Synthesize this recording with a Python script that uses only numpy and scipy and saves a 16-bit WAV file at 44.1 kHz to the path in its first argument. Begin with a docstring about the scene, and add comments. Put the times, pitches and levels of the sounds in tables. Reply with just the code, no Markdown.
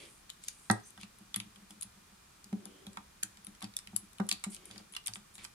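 """Hard plastic toy folded on a table

Hands fold a plastic toy vehicle on a wooden table, close to a phone with two microphone ports.
Clicks are chattering contacts that excite damped shell modes; bumps sum table modes, booming near 200 Hz.
Slides and hinge squeaks are uneven noise grains through resonances; decaying noise gives the small
room's tail. Shaped noise makes the quiet hum and microphone hiss, with a faint steady tone."""
import sys
import numpy as np
from scipy import signal
from scipy.fft import rfft, irfft, next_fast_len
from scipy.io import wavfile
from scipy.ndimage import uniform_filter1d

SR = 44100
rng = np.random.default_rng(int(sys.argv[2]) if len(sys.argv) > 2 else 0)


def file_out(sig):
    """Save sig as 16-bit WAV at sys.argv[1]."""
    # one column per channel
    cols = np.atleast_2d(sig).T
    # limit, then scale
    lim = np.clip(cols, -1, 1)
    pcm = np.round(lim * 32767).astype(np.int16)
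    wavfile.write(sys.argv[1], SR, pcm)


N = 244295  # length in samples


def undb(db):
    """Logarithmic level: decibels to amplitude gain."""
    return 10 ** (np.asarray(db) / 20)


def ring(hz, t60, t, phase):
    """Free decay: exponentially damped sines, one row a mode."""
    hz, t60, phase = (np.reshape(v, (-1, 1)) for v in (hz, t60, phase))
    decay = np.exp(-np.log(1000) * t / t60)
    return np.sin(2 * np.pi * hz * t + phase) * decay


def band(x, hz, width):
    """Simple resonance: a second-order peak with gain 1 at its centre."""
    b, a = signal.iirpeak(min(hz, .45 * SR), hz / width, fs=SR)
    return signal.lfilter(b, a, x)


def add(out, sound, s):
    """Superposition: mix a sound in at s seconds, cut to the scene."""
    i = int(s * SR)
    sound = sound[..., max(-i, 0):N - i]
    out[..., max(i, 0):max(i, 0) + sound.shape[-1]] += sound


# Background spectrum: freq_hz [Hz], relative density_db [dB per Hz]
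HUSH_SPECTRUM = [(15, -44), (28, 2.5), (45, -4), (63, 3.5), (85, -4), (135, -3.5), (195, -1), (260, -9.5),
                 (380, -11.5), (560, -17.5), (1220, -10), (2200, -15.5), (9500, -18.5), (15200, -28.5),
                 (16500, -46)]
# Correlation of the background at the two ports: freq_hz [Hz], left_right_correlation [-1 to 1]
PORT_LIKENESS = [(30, 0.94), (130, 0.97), (290, 0.71), (640, -0.63), (1300, 0.18), (16000, -0.092)]
# Faint steady tone: freq_hz [Hz], level_db [dB RMS]
WHINE_TONE = (2405, -80.5)
HUSH_DB = -63  # RMS of the part common to both ports


def hush():
    """Partial coherence: room hum is alike at both ports in the bass, microphone hiss nearly unrelated."""
    size = next_fast_len(N)
    log_hz = np.log(np.maximum(np.arange(size // 2 + 1) * SR / size, 1))
    spectrum_hz, density_db = np.transpose(HUSH_SPECTRUM)
    gain = undb(np.interp(log_hz, np.log(spectrum_hz), density_db))
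    like_hz, correlation = np.transpose(PORT_LIKENESS)
    like = np.clip(np.interp(log_hz, np.log(like_hz), correlation), -1, 1)

    def noise(shape):
        return irfft(rfft(rng.standard_normal(size)) * shape, size)[:N]

    mid = noise(gain)
    side = noise(gain * np.sqrt((1 - like) / (1 + like)))  # this power ratio sets the correlation
    scale = undb(HUSH_DB) / np.sqrt(np.mean(mid ** 2))
    tone_hz, tone_db = WHINE_TONE
    tone = undb(tone_db) * np.sqrt(2) * np.sin(2 * np.pi * tone_hz * np.arange(N) / SR)
    return scale * np.array([mid + side, mid - side]) + tone


# Panel resonances under a finger: freq_hz [Hz], width_hz [Hz], level_db [dB, before PANEL_DB]
PANEL_MODES = [(1190, 300, 1), (2300, 430, 7), (3200, 760, 3), (4580, 700, -3), (6450, 800, -14.5),
               (9000, 3800, -4)]
PANEL_DB = 4  # added to every panel resonance
TOUCH_IN, TOUCH_OUT = 0.12, 0.48  # fractions of a slide that swell and fade
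GRIP_DB = 19  # unevenness of the grip, before smoothing


def rub(ms, hz, width_hz, db, glide_hz=0, panel=False):
    """Stick-slip friction: dense uneven grains drive a resonance, which may glide or ring the panel."""
    grains = rng.standard_normal((4, 24000))[:, :int(ms * SR / 1000)]
    grip = undb(GRIP_DB * uniform_filter1d(grains[3], size=80))
    force = (grains[:2] + grains[2]) * grip  # own grains at each port, plus shared ones
    sound = band(band(force, hz, width_hz), hz, width_hz)
    if panel:
        sound = sound + sum(undb(PANEL_DB + g) * band(sound, f, w) for f, w, g in PANEL_MODES)
    t = np.arange(sound.shape[1]) / SR
    shift = np.exp(1j * np.pi * glide_hz * t ** 2 / t[-1])  # frequency shift growing from 0 to glide_hz
    sound = np.real(signal.hilbert(sound) * shift)
    touch = np.clip(np.minimum(t / TOUCH_IN, (t[-1] - t) / TOUCH_OUT) / t[-1], 0, 1)
    return sound / np.sqrt(np.mean(sound ** 2)) * undb(db) * touch


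# Finger slides: start_s [s], length_ms [ms], centre_hz [Hz], level_db [dB RMS before the touch],
# scrape_db [dB RMS before the touch, toy on table]
FINGER_SLIDES = [(-0.06, 180, 2920, -56.5, -59.5), (-0.02, 270, 9000, -68.5, -73.5),
                 (0.412, 150, 5000, -60, -83), (0.487, 320, 8400, -69, -101), (0.85, 60, 8300, -62.5, -79),
                 (0.995, 70, 4000, -58, -75), (1.689, 63, 9400, -71.5, -90),
                 (2.55, 550, 2300, -74.5, -64.5), (3.62, 31, 4900, -55, -66), (4.495, 85, 9000, -57, -80),
                 (4.515, 70, 4600, -58.5, -75), (4.55, 230, 2680, -67.5, -66.5),
                 (4.65, 80, 8700, -67.5, -85), (4.69, 170, 4100, -61.5, -64), (4.922, 31, 9000, -64, -83),
                 (5.14, 36, 8200, -55, -69), (5.338, 41, 9050, -62.5, -85), (5.378, 90, 2340, -56.5, -72),
                 (5.428, 49, 7940, -61, -84)]
SLIDE_WIDTH_HZ, SCRAPE_HZ, SCRAPE_WIDTH_HZ = 5000, 333, 296  # widths are for each of two passes


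def slides():
    """Sliding friction: fingers rub resonant panels while the toy scrapes the table."""
    out = np.zeros((2, N))
    for start_s, ms, hz, level_db, scrape_db in FINGER_SLIDES:
        finger = rub(ms, hz, SLIDE_WIDTH_HZ, level_db, panel=True)
        scrape = rub(ms, SCRAPE_HZ, SCRAPE_WIDTH_HZ, scrape_db)
        add(out, finger + scrape, start_s)
    return out


# Room tail by band: centre_hz [Hz], t60_s [s], tail_db [dB energy]
ROOM_BANDS = [(370, 0.23, -13.5), (770, 0.087, -16), (1560, 0.091, -17), (3120, 0.31, -16.5),
              (6100, 0.098, -13), (10400, 0.16, -16.5)]


def room(dry):
    """Diffuse reverberation: noise decays by band after the first reflections, with a tail for each port."""
    t = np.arange(16000) / SR
    tail = 0
    for hz, t60, db in ROOM_BANDS:
        noise = band(rng.standard_normal((2, len(t))), hz, hz * 1.88)
        noise = noise * np.exp(-np.log(1000) * t / t60) * (t > .004)
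        tail = tail + undb(db) * noise / np.sqrt(np.sum(noise ** 2) / 2)
    return signal.fftconvolve(dry.mean(axis=0)[None], tail)[:, :N]


SNAP_DB = -4.5  # the first, clean snap against the chatter


def contact(t, ms):
    """Impulsive excitation: one snap, then spiky chatter that dies in a few ms, nearly even in spectrum."""
    fade = np.exp(-t / (max(ms, .1) / 1000)) * np.minimum(t / 0.00099, 1)
    spikes = rfft(rng.standard_normal(len(t)) ** 3 * fade)
    flattened = spikes / (np.abs(spikes) + 1e-9) ** .8
    chatter = irfft(flattened, len(t)) * np.sqrt(fade)
    snap = np.arange(len(t)) == int(.0008 * SR)
    return chatter / np.sqrt(np.sum(chatter ** 2)) + undb(SNAP_DB) * snap


def ports(hz, t60, weight_db, shade_db, t):
    """Diffraction: the phone body shades modes at two ports and turns their phase apart, more in the treble."""
    turn = rng.choice([-1, 1], len(hz)) * np.clip(.45 + hz / 9000, 0, .68)  # radians
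    sign = (-1) ** np.arange(len(hz))  # neighbouring modes swing in opposite sense
    modes = [sign * undb(weight_db + k * shade_db / 2) @ ring(hz, t60, t, k * turn) for k in (1, -1)]
    return np.array(modes)


# Plastic clicks: start_s [s], peak_db [dB, RMS of the two ports], ring_hz [Hz, centre of the lifted modes],
# bright_db [dB, treble minus low], pan_db [dB, left minus right at 7 kHz before a general tilt]
PLASTIC_CLICKS = [(0.294, -38.5, 2936, -5, 10), (0.2998, -33.5, 3400, 24, 2), (0.4376, -35.5, 7700, 14, 0),
                  (0.4454, -47, 10700, 19, 0), (0.4795, -42, 5860, 8, 2), (0.4825, -26, 6300, 25, 1),
                  (0.6989, -20, 4450, 2, -8), (0.711, -22, 7440, 16, 10), (0.9047, -42.5, 9060, 31, 6),
                  (0.9757, -45.5, 3300, 17, 3), (1.0117, -40, 8700, 16, 1), (1.031, -36.5, 2440, 2, -1),
                  (1.3418, -24, 3370, 4.5, -4), (1.36, -21.5, 10300, 7, 2.5), (1.4003, -28.5, 3280, 6, -1),
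                  (1.558, -46, 3140, 2, 4), (1.706, -42, 2900, 16, 0), (1.81, -33, 9100, 22, 13),
                  (1.8228, -30, 9700, 8, -11), (1.829, -30, 10400, 26, 5), (2.4424, -39, 4440, 36, 2),
                  (2.5272, -41, 1260, -2, 5), (2.6542, -30, 10630, 12, 3), (2.8667, -36.5, 3640, 15, 4),
                  (2.9307, -49, 7670, 6, 4), (2.971, -28.5, 1104, -10.5, 2), (3.2287, -26.5, 1650, -6, -13),
                  (3.232, -19.5, 7220, 36, 1.5), (3.4464, -40, 10000, 20, -2), (3.4675, -34, 10000, 4, 5.5),
                  (3.549, -49, 6000, 5, -2), (3.6062, -48, 9820, 6, 0), (3.618, -37.5, 1020, -11, 12),
                  (3.624, -32.5, 1220, 7, 0), (3.6414, -34.5, 4700, 7, 2), (3.6488, -41, 2730, 1, 3),
                  (3.7378, -45, 4170, 5, 0), (3.7656, -21.5, 3800, 42, -2), (3.788, -33.5, 4800, 13, 2.5),
                  (3.872, -32, 2600, 3, -1), (3.9603, -32.5, 6840, 5, 10), (3.9627, -17, 9900, 35, 6.5),
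                  (4.131, -44.5, 3700, 28, 15), (4.1832, -41.5, 2860, 4, 6), (4.1996, -33, 1400, -19, 7),
                  (4.2664, -44, 9400, 30, -10), (4.289, -23.5, 8900, 14, 0.5),
                  (4.3128, -16.5, 4460, 15, -3), (4.3247, -23.5, 4250, 13, 9),
                  (4.4385, -24, 8170, 0.5, -1.5), (4.4437, -30, 9000, 3, -1), (4.546, -34, 8700, 18, 6),
                  (4.5642, -39, 2930, 8, -3), (4.6542, -40, 9400, 9, 2.5), (4.7106, -37.5, 4370, 6, -2),
                  (4.7582, -46, 4080, -2, -1.5), (4.779, -35.5, 4630, 19, 5), (4.9233, -47, 9970, 5, 10),
                  (4.9368, -37.5, 3000, 0, 4), (4.9488, -35.5, 3260, 4, -1), (4.964, -28, 2980, 7, -0.5),
                  (5.0595, -34, 9500, 30, -9), (5.0628, -29.5, 3570, 16, -4), (5.071, -18, 9300, 18, 11),
                  (5.0794, -27, 5000, 5, -9), (5.1355, -28.5, 5400, 25, -2.5), (5.156, -32, 3400, -7, 4),
                  (5.3528, -41, 7800, 19, -3), (5.38, -42.5, 3600, 15, 4), (5.443, -33.5, 11400, 23, -1),
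                  (5.4481, -33, 5100, -1, -12)]
# Plastic shell modes when free: freq_hz [Hz], t60_s [s]
SHELL_MODES = [(1050, 0.011), (1300, 0.022), (1550, 0.0084), (1900, 0.02), (2250, 0.025), (2650, 0.02),
               (3050, 0.018), (3500, 0.021), (3900, 0.02), (4400, 0.014), (4950, 0.011), (5800, 0.0081),
               (6700, 0.007), (7700, 0.0064), (8500, 0.0036), (9250, 0.0046), (10200, 0.006),
               (11000, 0.0036), (12300, 0.0023), (13800, 0.0022)]
# Where a click's low, middle and treble weights apply: freq_hz [Hz]
BRIGHTNESS_HZ = (1300, 3800, 9500)
MIDDLE_SHARE = 0.64  # part of the brightness reached in the middle
CONTACT_MS, CONTACT_SCATTER = 2.7, .2  # median decay constant of the chatter, and its spread (log)
RING_DB, RING_WIDTH = 10, 0.16  # lift of the modes near ring_hz, and its width (log)
HELD_DAMP = .55  # a held toy rings shorter than its free modes
# Faint loose-part ticks at random: rate, mean level and its spread, median ring, brightness
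TICKS_PER_S, TICK_DB, TICK_SCATTER_DB, TICK_HZ, TICK_BRIGHT_DB = 2.7, -49.5, 3.5, 5000, 13


def loose_ticks():
    """Poisson process: faint ticks of loose parts follow at exponentially spread gaps."""
    starts = np.cumsum(-np.log(rng.random(60))) / TICKS_PER_S
    ticks = []
    for start_s, (a, b, c) in zip(starts, rng.standard_normal((60, 3))):
        if start_s < N / SR:
            ring_hz = TICK_HZ * np.exp(0.54 * b)
            ticks.append((start_s, TICK_DB + TICK_SCATTER_DB * a, ring_hz, TICK_BRIGHT_DB, 4 * c))
    return ticks


def clicks():
    """Modal excitation: a chattering contact rings the heavily damped shell modes."""
    out, t = np.zeros((2, N)), np.arange(2048) / SR
    hz, t60 = np.transpose(SHELL_MODES)
    for start_s, peak_db, ring_hz, bright_db, pan_db in list(PLASTIC_CLICKS) + loose_ticks():
        chance = rng.standard_normal((3, len(hz)))
        brightness = [0, MIDDLE_SHARE * bright_db, bright_db]
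        weight = np.interp(np.log(hz), np.log(BRIGHTNESS_HZ), brightness)
        weight = weight + RING_DB * np.exp(-(np.log(hz / ring_hz) / RING_WIDTH) ** 2)
        weight = weight + 1.18 * chance[0]
        held_hz = hz * (1 + 0.041 * chance[1])  # the grip detunes every part
        shade = pan_db * np.clip(hz / 7000, .2, 1.3) + 1.7 * np.log2(hz / 3000)
        ms = CONTACT_MS * np.exp(CONTACT_SCATTER * chance[2, 0])
        modes = ports(held_hz, HELD_DAMP * t60, weight, shade, t)
        pair = signal.fftconvolve(modes, contact(t, ms)[None])[:, :len(t)]
        peak = np.sqrt(np.mean(pair ** 2, axis=0)).max()
        add(out, pair * undb(peak_db) / peak, start_s)
    return out


# Table bumps: start_s [s], peak_db [dB, of the boom], deep_db [dB re boom peak, before the frame level],
# knock_db [dB, peak of the hard knock re boom peak]
TABLE_BUMPS = [(0.701, -19, -11, 9), (0.709, -26, -30, -31), (0.978, -50.5, -5, 6), (1.031, -47.5, -11, -7),
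               (1.206, -50, -7, -11), (1.365, -39, -4.5, -20), (1.403, -52.5, -16, -13),
               (1.455, -51, -8, -27), (1.568, -54.5, -17, -4), (1.621, -54.5, -31, -19),
               (1.706, -49, -25, -1.5), (1.768, -55, -30, -19), (1.847, -52, -4, -9), (1.967, -57, -9, -12),
               (2.118, -58.5, -26, -9), (2.455, -52, -21, -25), (2.528, -27, -27, -14),
               (2.659, -46, -29, -2.5), (2.869, -42, -12, -6.5), (2.914, -52, -31, -17),
               (2.974, -47.5, -28, -4), (3.235, -50, -5.5, 0), (3.377, -59.5, -19, 3),
               (3.475, -46, -24, -8), (3.633, -37.5, -9.5, -1.5), (3.877, -54, -1, -12),
               (3.932, -41, -6, -6), (4.023, -51, -27, -26), (4.2, -24.5, -23.5, -2.5),
               (4.318, -45, -11.5, 7), (4.466, -33.5, -25, -11.5), (4.704, -52.5, -0.5, 5),
               (4.762, -50, -7, 3.5), (4.8, -51.5, -22, 1), (5.088, -54.5, 8, 14), (5.167, -50, -29, -1),
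               (5.381, -56.5, -1, 9.5)]
# Table top modes: freq_hz [Hz], level_db [dB, relative], t60_s [s]
TOP_MODES = [(190.4, 9.5, 0.14), (209.4, 8.5, 0.15), (252, -18, 0.15), (299, 2, 0.083), (373, -2.5, 0.066),
             (365, -23, 0.26), (389.5, -24.5, 0.27)]
# Table frame mode: freq_hz [Hz], level_db [dB, added to deep_db], t60_s [s]
FRAME_MODES = [(111.1, 7, 0.19)]
# Stiff table modes: freq_hz [Hz], level_db [dB, relative], t60_s [s]
STIFF_MODES = [(524, -12, 0.036), (579, -2, 0.0098), (765, 1, 0.027), (959, -4, 0.027), (1060, -22, 0.067),
               (1280, 4, 0.021), (1607, 2, 0.022), (1874, -0.5, 0.033), (2062, -19.5, 0.064),
               (2580, -44, 0.023), (2900, -30, 0.014)]
PUSH_MS, PUSH_MS_PER_DB = -2.7, 0.8  # swell constant at 0 dB; weaker bumps push for longer
# The harder the knock, the brighter: tilt at 0 dB, tilt per dB of knock, upper limit
HARD_DB_PER_OCT, HARD_PER_KNOCK, HARDEST_DB_PER_OCT = -6, 0.84, -0.5


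def table_boom(t, swell, detune):
    """Beating: a soft push swells table-top modes, of which a close pair beats."""
    hz, gain_db, t60 = np.transpose(TOP_MODES)
    # the upper modes depend on where the hands lean
    spot = (hz > 230) * rng.standard_normal((3, len(hz)))
    lead = 1.7 * (hz < 200) + 2 * spot[0]  # radians; the pair comes into step some 14 ms into the push
    mode_hz = hz * (1 + .05 * spot[2] + .006 * detune)
    boom = swell * (undb(gain_db + 3 * spot[1]) @ ring(mode_hz, t60, t, lead))
    return boom / np.abs(boom).max()


def frame_ring(t, swell, phase):
    """Low-frequency resonance: the same push swells the deep mode of the table frame."""
    hz, gain_db, t60 = np.transpose(FRAME_MODES)
    return swell * (undb(gain_db) @ ring(hz, t60, t, phase))


def table_knock(t, knock_db, chance):
    """Impact spectrum: a hard corner strikes stiff modes, with more treble for a harder blow."""
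    hz, gain_db, t60 = np.transpose(STIFF_MODES)
    tilt_db = min(HARD_DB_PER_OCT + HARD_PER_KNOCK * knock_db, HARDEST_DB_PER_OCT)
    weight = gain_db + tilt_db * np.log2(hz / 1000) + 1.5 * chance[1]
    knock = ports(hz * (1 + 0.0095 * chance[0]), t60, weight, -6.0, t)
    knock = knock * np.minimum(t / 0.0028, 1)
    return knock / np.abs(knock).max()


def bumps():
    """Modal superposition: each bump sums boom and frame alike at both ports, and a knock shaded by port."""
    low, out, t = np.zeros(N), np.zeros((2, N)), np.arange(12000) / SR
    for start_s, peak_db, deep_db, knock_db in TABLE_BUMPS:
        ms = PUSH_MS - PUSH_MS_PER_DB * peak_db
        chance = rng.standard_normal((2, len(STIFF_MODES)))
        swell = 1 - np.exp(-t / (max(ms, .3) / 1000))
        boom = table_boom(t, swell, chance[0, 0])
        deep = frame_ring(t, swell, chance[0, 5:6])
        add(low, undb(peak_db) * (boom + undb(deep_db) * deep), start_s - .002)
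        add(out, undb(peak_db + knock_db) * table_knock(t, knock_db, chance), start_s - .002)
    return low, out


# Hinge squeaks: start_s [s], length_ms [ms], start_hz [Hz], end_hz [Hz], level_db [dB RMS before the touch]
HINGE_SQUEAKS = [(0.825, 100, 6040, 6400, -65), (2.64, 280, 3000, 3290, -70), (4.92, 35, 10000, 9950, -63)]
SQUEAK_WIDTH_HZ = 380  # for each of two passes


def squeaks():
    """Frictional resonance: a hinge sticks and slips through a narrow band whose pitch glides."""
    out = np.zeros((2, N))
    for start_s, ms, start_hz, end_hz, level_db in HINGE_SQUEAKS:
        add(out, rub(ms, start_hz, SQUEAK_WIDTH_HZ, level_db, end_hz - start_hz), start_s)
    return out


# Microphone port: resonance_hz [Hz], width_hz [Hz], share_db [dB], rolloff_hz [Hz]
MIC_PORT = (9787, 3001, 2.5, 12500)


def scene():
    """Linear transmission: toy, table and fingers pass through the room and the resonant microphone ports."""
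    boom, knock = bumps()
    no_bass = signal.butter(3, 750, "high", fs=SR, output="sos")  # small parts give no bass
    plastic = signal.sosfilt(no_bass, clicks())
    dry = plastic + knock + slides() + squeaks()
    air = dry + room(dry + 0.64 * boom)
    port_hz, width_hz, share_db, rolloff_hz = MIC_PORT
    air = air + undb(share_db) * band(air, port_hz, width_hz)
    port_band = signal.butter(3, [260, rolloff_hz], "band", fs=SR, output="sos")
    air = signal.sosfilt(port_band, air)
    return air + boom + hush()


TOP_HZ = 16500


def record(dry):
    """Band limitation: the phone steeply cuts everything above TOP_HZ."""
    return signal.sosfilt(signal.ellip(10, .2, 80, TOP_HZ, fs=SR, output="sos"), dry)


dry = scene()
out = record(dry)
file_out(out)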